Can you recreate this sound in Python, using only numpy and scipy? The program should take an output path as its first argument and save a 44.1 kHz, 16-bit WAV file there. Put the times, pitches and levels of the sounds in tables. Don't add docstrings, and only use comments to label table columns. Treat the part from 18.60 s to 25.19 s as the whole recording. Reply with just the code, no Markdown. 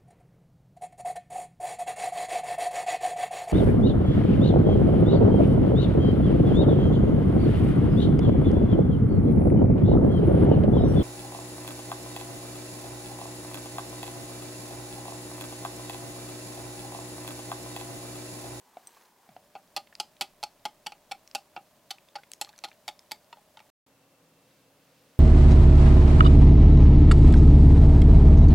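import sys
import numpy as np
from scipy import signal
from scipy.fft import rfft, irfft
from scipy.io import wavfile
from scipy.ndimage import uniform_filter1d

SR = 44100
rng = np.random.default_rng(int(sys.argv[2]) if len(sys.argv) > 2 else 0)


def to_wav(sig):
    pcm = np.clip(np.atleast_2d(sig), -1, 1) * 32767
    pcm = np.round(pcm).astype(np.int16)
    wavfile.write(sys.argv[1], SR, pcm.T)


N = 290619


def amp(db):
    return 10 ** (np.asarray(db) / 20)


def unit_rms(x):
    return x / np.sqrt(np.mean(x ** 2) + 1e-20)


def decay(t, t60):
    return np.exp(-np.log(1000) * t / max(t60, 1e-3))


def value_at(points, hz):
    points_hz, values = np.transpose(points)
    return np.interp(np.log(hz + 1), np.log(points_hz + 1), values)


def add(mix, start_s, sound):
    part = mix[max(round(start_s * SR), 0):][:len(sound)]
    part += sound[:len(part)]


def noise(colour, size):
    hz = np.fft.rfftfreq(size, 1 / SR)
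    phases = np.exp(2j * np.pi * rng.random(len(hz)))
    return unit_rms(irfft(amp(value_at(colour, hz)) * phases, size))


def blow(x, db):
    return x * amp(db) * np.sqrt(SR / 100 / (np.sum(x ** 2) + 1e-20))


def split_bands(x, edges_hz):
    lowpasses = [signal.butter(5, hz, fs=SR, output="sos") for hz in edges_hz]
    below = [signal.sosfiltfilt(sos, x, padtype=None) for sos in lowpasses]
    return np.diff([np.zeros(len(x)), *below, x], axis=0)


def friction(levels, colour, grain_db):
    times, db = np.transpose(levels)
    envelope = amp(np.interp(np.arange(N) / SR, times, db))
    grain = unit_rms(uniform_filter1d(rng.standard_normal(N), size=90))
    return envelope * unit_rms(noise(colour, N) * amp(grain_db * grain))


def room_tone(colour, level_db):
    # (frequency [Hz], coherence [0..1])
    coherence = [(60, 0.95), (180, 0.91), (550, 0.98), (1650, 0.62), (4970, 0.21), (15000, 0.18)]
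    alike = np.clip(value_at(coherence, np.fft.rfftfreq(N, 1 / SR)), 0, 1)
    mid = irfft(rfft(noise(colour, N)) * np.sqrt((1 + alike) / 2), N)
    side = irfft(rfft(noise(colour, N)) * np.sqrt((1 - alike) / 2), N)
    return amp(level_db) * np.array([mid + side, mid - side])


def bowl_air(shift_s=0.716, fade_s=0.13):
    # (frequency [Hz], relative density [dB])
    stirring = [(18, -66), (30, -31), (252, -9), (319, -13.5), (355, -7.5), (600, -15), (889, -6.5),
                (1320, -18), (2750, -22.5), (3490, -23.5), (16000, -27)]
    # (frequency [Hz], relative density [dB])
    beating = [(26, -37.5), (45, -12.5), (101, -10), (178, -4.5), (355, -8.5), (513, -10), (594, 0.5),
               (880, -16), (1050, -16), (1750, -23), (2530, -19), (4800, -21), (5990, -22.5),
               (11100, -23.5), (16000, -25)]
    fade = np.clip((np.arange(N) / SR - shift_s) / fade_s + .5, 0, 1)
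    return np.sqrt(1 - fade) * room_tone(stirring, -65.5) + np.sqrt(fade) * room_tone(beating, -64.5)


def drag():
    # (time [s], level [dB])
    levels = [(0, -67.5), (.12, -64.5), (.25, -62), (.38, -60), (.46, -63.5), (.55, -70), (.68, -65),
              (.8, -67.5)]
    # (frequency [Hz], relative density [dB])
    colour = [(200, -19), (750, -5), (980, -1), (1350, -10), (1650, -8), (2400, -13.5), (4500, -15),
              (7000, -16), (9000, -18), (16000, -18)]
    return friction(levels, colour, grain_db=2)


def clack(snap_db, rattle_db=2, rattle_t60=0.042, snap_t60=0.0091, place_db=3, rise_s=.0004, reflect=0.5):
    # (frequency [Hz], relative level [dB], t60 [s])
    modes = [(1241, -4, 0.059), (1341, -3, 0.051), (1423, -4.5, 0.058), (2251, -6, 0.045),
             (2585, -5.5, .045), (2690, -5, 0.041), (2850, -10, 0.056), (3095, -2.5, .04), (3370, 0, 0.029),
             (3650, -4.5, 0.031), (4290, 1.5, 0.028), (4483, 1, .028), (4650, -5.5, 0.03),
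             (5270, -0.5, 0.024), (5520, -4, 0.023), (6220, -5.5, 0.03), (7270, -0.5, 0.031),
             (7790, -2.5, 0.021), (9200, -12, 0.03), (9880, -0.5, 0.02), (10430, -12.5, 0.014),
             (11100, -18, 0.025), (11940, -3.5, 0.025)]
    # (frequency [Hz], relative density [dB])
    rattle = [(400, -26.5), (1100, -6), (1350, -2.5), (1700, -6.5), (2100, -2.5), (2800, -2.5), (4500, 0),
              (6700, -10), (7500, -6), (8800, -9.5), (10000, -7.5), (12500, -17), (16000, -23)]
    t = np.arange(4096) / SR
    places, shifts, phases = rng.standard_normal((3, len(modes)))
    glass = sum(amp(db + place_db * place) * decay(t, t60) * np.sin(2 * np.pi * (hz * detune * t + phase))
                for (hz, db, t60), place, detune, phase in zip(modes, places, 1 + .011 * shifts, phases))
    cage = noise(rattle, len(t)) * (decay(t, rattle_t60) + amp(snap_db) * decay(t, snap_t60))
    contact = (unit_rms(glass) + amp(rattle_db) * unit_rms(cage)) * (1 - np.exp(-t / rise_s))
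    return_s = rng.uniform(.0005, .0014)
    returned = np.pad(contact, (round(return_s * SR), 0))[:len(t)]
    highpass = signal.butter(3, 1100, "high", fs=SR, output="sos")
    return signal.sosfilt(highpass, contact - reflect * returned)


def knock(hz, thud_db=-12, thud_t60=0.029, rise_s=0.00066, free_hz=800):
    # (multiple of the pitch, relative level [dB], longest t60 [s])
    modes = [(.22, -24.5, .04), (.31, -26.5, 0.023), (.425, -14.5, 0.059), (.77, -20, 0.042),
             (1, 8.5, 0.043), (1.11, -17.5, 0.068)]
    # (frequency [Hz], relative density [dB])
    thud_colour = [(60, -23), (170, -13.5), (330, -6.5), (460, -24), (650, 0.5), (850, 4), (1100, -16.5),
                   (2000, -24.5), (5000, -49.5)]
    t = np.arange(4096) / SR
    freedom = min(hz / free_hz, 1) ** 5
    ring = sum(amp(db) * decay(t, t60 * freedom) * np.sin(2 * np.pi * k * hz * t) for k, db, t60 in modes)
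    thud = noise(thud_colour, len(t)) * decay(t, thud_t60)
    body = (unit_rms(ring) + amp(thud_db) * unit_rms(thud)) * (1 - np.exp(-t / rise_s))
    return signal.sosfilt(signal.butter(3, [135, 1000], "band", fs=SR, output="sos"), body)


def stroke(wires, bare_wire, gap_s, swell_db, knock_db, knock_hz, clack_db, tilt_db, loop_hz):
    # (band centre [Hz], relative level [dB])
    balance = [(1400, -9.6), (2500, -3.5), (4700, 0), (9500, -5.5)]
    edges_hz = [1800, 3400, 6500]
    centre_hz, balance_db = np.transpose(balance)
    octaves = np.log2(centre_hz / centre_hz[0])
    weight_db = 1.5
    knocks, clacks = np.zeros((2, 6000))
    for k in range(wires):
        snap_db, cushion_db, dulling_db = (10, 0, 0) if k + 1 == bare_wire else (6.5, -3, -1.6)
        band_db = balance_db + (tilt_db + dulling_db) * octaves
        bands = split_bands(clack(snap_db), edges_hz)
        wire = sum(blow(band, db) for band, db in zip(bands, band_db))
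        add(clacks, k * gap_s, blow(wire, k * swell_db + cushion_db))
        hz = knock_hz * (1 + .025 * rng.uniform(-1, 1))
        add(knocks, k * gap_s, blow(knock(hz), k * (swell_db + weight_db)))
    loops = amp(-2) * signal.lfilter(*signal.iirpeak(loop_hz, Q=6, fs=SR), clacks)
    return blow(knocks, knock_db) + blow(clacks + loops, clack_db)


def whisk():
    # (time [s], wires landing, which one meets bare glass, gap [s], swell [dB per wire],
    # knock level [dB], knock pitch [Hz], clack level [dB], clack tilt [dB per octave], loop pitch [Hz])
    strokes = [(0.1695, 1, 1, 0.0, 0, -41, 713, -58, -8, 2000),
               (0.6895, 1, 1, 0.0, 0, -53.5, 735, -62, -7, 2000),
               (0.7642, 1, 1, 0.0, 0, -45.3, 732, -58.5, -9, 2000),
               (0.9525, 3, 1, 0.0049, -2, -38.5, 774, -48.5, -8.5, 2720),
               (1.1638, 3, 1, 0.0051, -2, -31, 834, -29, -0.2, 4410),
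               (1.3995, 2, 1, 0.0026, -2, -33, 849, -28.5, 0.9, 5010),
               (1.6099, 3, 1, 0.0051, -1, -32, 852, -26, 1.2, 2720),
               (1.8288, 2, 2, 0.0071, 1.5, -31, 822, -31.7, 0, 4410),
               (2.0531, 2, 1, 0.0047, 0, -29.6, 814, -33, -1.5, 2390),
               (2.2629, 2, 2, 0.0043, 4.5, -35.8, 844, -33, -0.5, 2720),
               (2.32, 1, 1, 0.0, 0, -45, 806, -46.5, -4.5, 2390),
               (2.5122, 3, 2, 0.0038, 2, -32.5, 810, -34.5, -1, 2330),
               (2.749, 2, 1, 0.0048, 1, -30, 800, -29.5, 2.1, 2650),
               (2.9634, 3, 1, 0.0055, -4, -36, 798, -41, -10.5, 2720),
               (3.3058, 3, 2, 0.0027, 0, -40.5, 815, -33, 0.8, 4190),
               (3.5543, 3, 2, 0.0035, -1, -34.5, 812, -39, -4.5, 4880),
               (3.8125, 2, 1, 0.0072, -5, -34, 810, -29.7, 2.6, 7720),
               (3.8904, 1, 1, 0.0, 0, -56, 850, -52.5, 0.0, 4300),
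               (4.0382, 3, 2, 0.0059, -3, -37.0, 794, -33.5, -2.0, 4080),
               (4.085, 1, 1, 0.0, 0, -56, 880, -56, 0, 3780),
               (4.2792, 2, 1, 0.0082, -1, -36, 822, -33, -0.3, 3330),
               (4.511, 2, 2, 0.0062, 8.5, -38.5, 880, -33, 1.5, 3420),
               (4.7273, 1, 1, 0.0, 0, -45, 922, -48, -7, 2720),
               (4.77, 2, 1, 0.0119, -4, -54.8, 830, -64.2, -9.1, 8770),
               (4.971, 1, 1, 0.0, -3, -50, 884, -51, -6.7, 3420),
               (5.002, 1, 1, 0.0, 1, -54.5, 854, -56, -8, 2330)]
    out = np.zeros(N)
    for start_s, *settings in strokes:
        add(out, start_s, stroke(*settings))
    return out


def clink(start_s=.2718, gain_db=-38.5):
    # (frequency [Hz], relative level [dB], t60 [s])
    modes = [(4070, -14.5, 0.033), (6040, -6, 0.033), (7700, -6, 0.013), (8380, 1, 0.034),
             (10160, -15, .025), (10980, -25, .025), (13800, -15, .025), (15200, -15, .02)]
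    out, t = np.zeros(N), np.arange(6000) / SR
    ring = sum(amp(db) * decay(t, t60) * np.sin(2 * np.pi * hz * t) for hz, db, t60 in modes)
    add(out, start_s, amp(gain_db) * ring)
    return out


def pop(peak_db, hz, t60, spray_gain=0.88, glide=.06):
    t = np.arange(2048) / SR
    ring = np.sin(2 * np.pi * hz * t * (1 + glide * np.minimum(t / t60, 1)))
    spray = noise([(hz / 6, -14), (hz / 2, -5), (hz, 0), (hz * 2, -12), (hz * 4, -30)], len(t))
    burst = (ring + spray_gain * spray) * decay(t, t60) * (1 - np.exp(-t / 0.00024))
    return amp(peak_db) * burst / abs(burst).max()


def batter(tick_trim_db=-0.5, ring_cycles=45.4, spread_db=4):
    # (time [s], peak before the trim [dB], pitch [Hz])
    ticks = [(1.272, -47, 2630), (1.326, -42.5, 1740), (1.3525, -29, 4760), (1.5663, -47, 3750),
             (2.6758, -38, 5740), (2.7128, -39.5, 4910), (3.3837, -43.5, 2560), (3.4865, -47, 3510),
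             (3.634, -42, 2150), (3.717, -28, 8150), (3.7348, -28, 6300), (3.8472, -32, 4260),
             (3.9794, -41, 6110), (3.989, -35, 5500), (4.1152, -42, 2316), (4.3922, -39, 5090),
             (4.9916, -42, 2740)]
    # (time [s], peak [dB], pitch [Hz])
    plops = [(.369, -48, 1100), (3.585, -44, 1440), (3.873, -48, 1150), (3.936, -49, 1640)]
    # (start [s], end [s], rate [1/s], typical peak [dB])
    crackle = [(0.331, 0.458, 120, -56.5), (1.05, 3.099, 6.5, -59), (3.82, 4.131, 70, -51),
               (4.149, 5.054, 8, -59)]
    out = np.zeros(N)
    for start_s, peak_db, hz in ticks:
        add(out, start_s, pop(peak_db + tick_trim_db, hz, t60=ring_cycles / hz))
    for start_s, peak_db, hz in plops:
        add(out, start_s, pop(peak_db, hz, t60=.036, spray_gain=.6, glide=.1))
    for start_s, end_s, rate, typical_db in crackle:
        span_s = end_s - start_s
        for when, size, pitch in rng.random((64, 3))[:round(rate * span_s)]:
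            peak_db = typical_db + spread_db * (2 * size - 1)
            add(out, start_s + when * span_s, pop(peak_db, hz=1400 * 5 ** pitch, t60=.007))
    return out


def plunge(start_s=.69, gain_db=-55, start_hz=270, end_hz=95, fall_s=.018, t60=0.23):
    out, t = np.zeros(N), np.arange(8000) / SR
    hz = end_hz + (start_hz - end_hz) * np.exp(-t / fall_s)
    add(out, start_s, amp(gain_db) * decay(t, t60) * np.sin(2 * np.pi * np.cumsum(hz) / SR))
    return out


def rumble():
    # (time [s], level [dB])
    levels = [(.6, -100), (.9, -89.5), (1.65, -84.5), (1.73, -73), (2, -82), (2.6, -81), (2.8, -90),
              (5.1, -93)]
    # (frequency [Hz], relative density [dB])
    colour = [(12, -18), (26, 0), (45, -18), (100, -31.5), (400, -77)]
    return friction(levels, colour, grain_db=2.5)


def kitchen(direct, wet_db=-18, first_s=.008, side_db=-17, wall_s=.032, wall_db=-27):
    # (frequency [Hz], t60 [s])
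    decay_times = [(200, 0.47), (800, 0.17), (2500, 0.18), (5000, 0.18), (10000, 0.18), (16000, 0.16)]
    size = SR // 2
    reflections = rng.standard_normal((2, size)) * (rng.random((2, size)) < .1)
    reflections *= np.arange(size) > first_s * SR
    hz, t, spectra = signal.stft(reflections, SR, nperseg=256)
    fading = np.exp(-np.log(1000) * t / value_at(decay_times, hz)[:, None])
    _, tail = signal.istft(spectra * fading, SR, nperseg=256)
    mid, side = signal.fftconvolve(direct[None], tail / np.linalg.norm(tail[0]), axes=1)[:, :N]
    side *= amp(side_db)
    wall = np.zeros(N)
    add(wall, wall_s, amp(wall_db) * signal.lfilter(*signal.butter(1, 3000, fs=SR), direct))
    return direct + wall + amp(wet_db) * np.array([mid + side, mid - side])


def stove_air():
    # (frequency [Hz], relative density [dB])
    colour = [(20, -23), (80, -11.5), (145, -2.5), (235, -5.5), (265, -7.5), (330, -5.5), (420, -8.5),
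              (510, -0.5), (620, -6), (1000, -10), (1600, -15.5), (3000, -17.5), (7000, -20.5),
              (16000, -22.5)]
    return room_tone(colour, -64)


def hum(waver_rad=0.23):
    # (frequency [Hz], rms level [dB])
    tones = [(121, -80.5), (161, -79.5), (275, -74)]
    out, t = np.zeros(N), np.arange(N) / SR
    for hz, db in tones:
        drift = noise([(0, 0), (2, 0.5), (8, -30), (50, -120)], N)
        out += amp(db) * unit_rms(np.sin(2 * np.pi * hz * t + waver_rad * drift))
    return out


def whistle(centre_hz=2675, width_hz=70, level_db=-82):
    hz = np.fft.rfftfreq(N, 1 / SR)
    band = 1 / (1 + (2 * (hz - centre_hz) / width_hz) ** 2)
    return amp(level_db) * unit_rms(irfft(rfft(rng.standard_normal(N)) * band, N))


def oil():
    # (time [s], level [dB])
    levels = [(5.27, -79.5), (5.7, -76.5), (5.9, -70), (6.1, -75), (6.35, -69), (6.59, -71)]
    # (frequency [Hz], relative density [dB])
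    colour = [(500, -12), (1200, -1.5), (2800, -1), (5000, -3), (8000, -10), (16000, -12.5)]
    return friction(levels, colour, grain_db=1)


def scene(bowl_until_s=5.102, stove_from_s=5.264):
    t = np.arange(N) / SR
    bowl = kitchen(whisk() + clink() + batter() + plunge()) + drag() + rumble() + bowl_air()
    stove = stove_air() + hum() + whistle() + oil()
    return bowl * (t < bowl_until_s) + stove * (t > stove_from_s)


def record(dry):
    lowpass = signal.firwin(511, 16100, window=("kaiser", 9), fs=SR)
    return signal.oaconvolve(dry, lowpass[None], "same")


dry = scene()
out = record(dry)
to_wav(out)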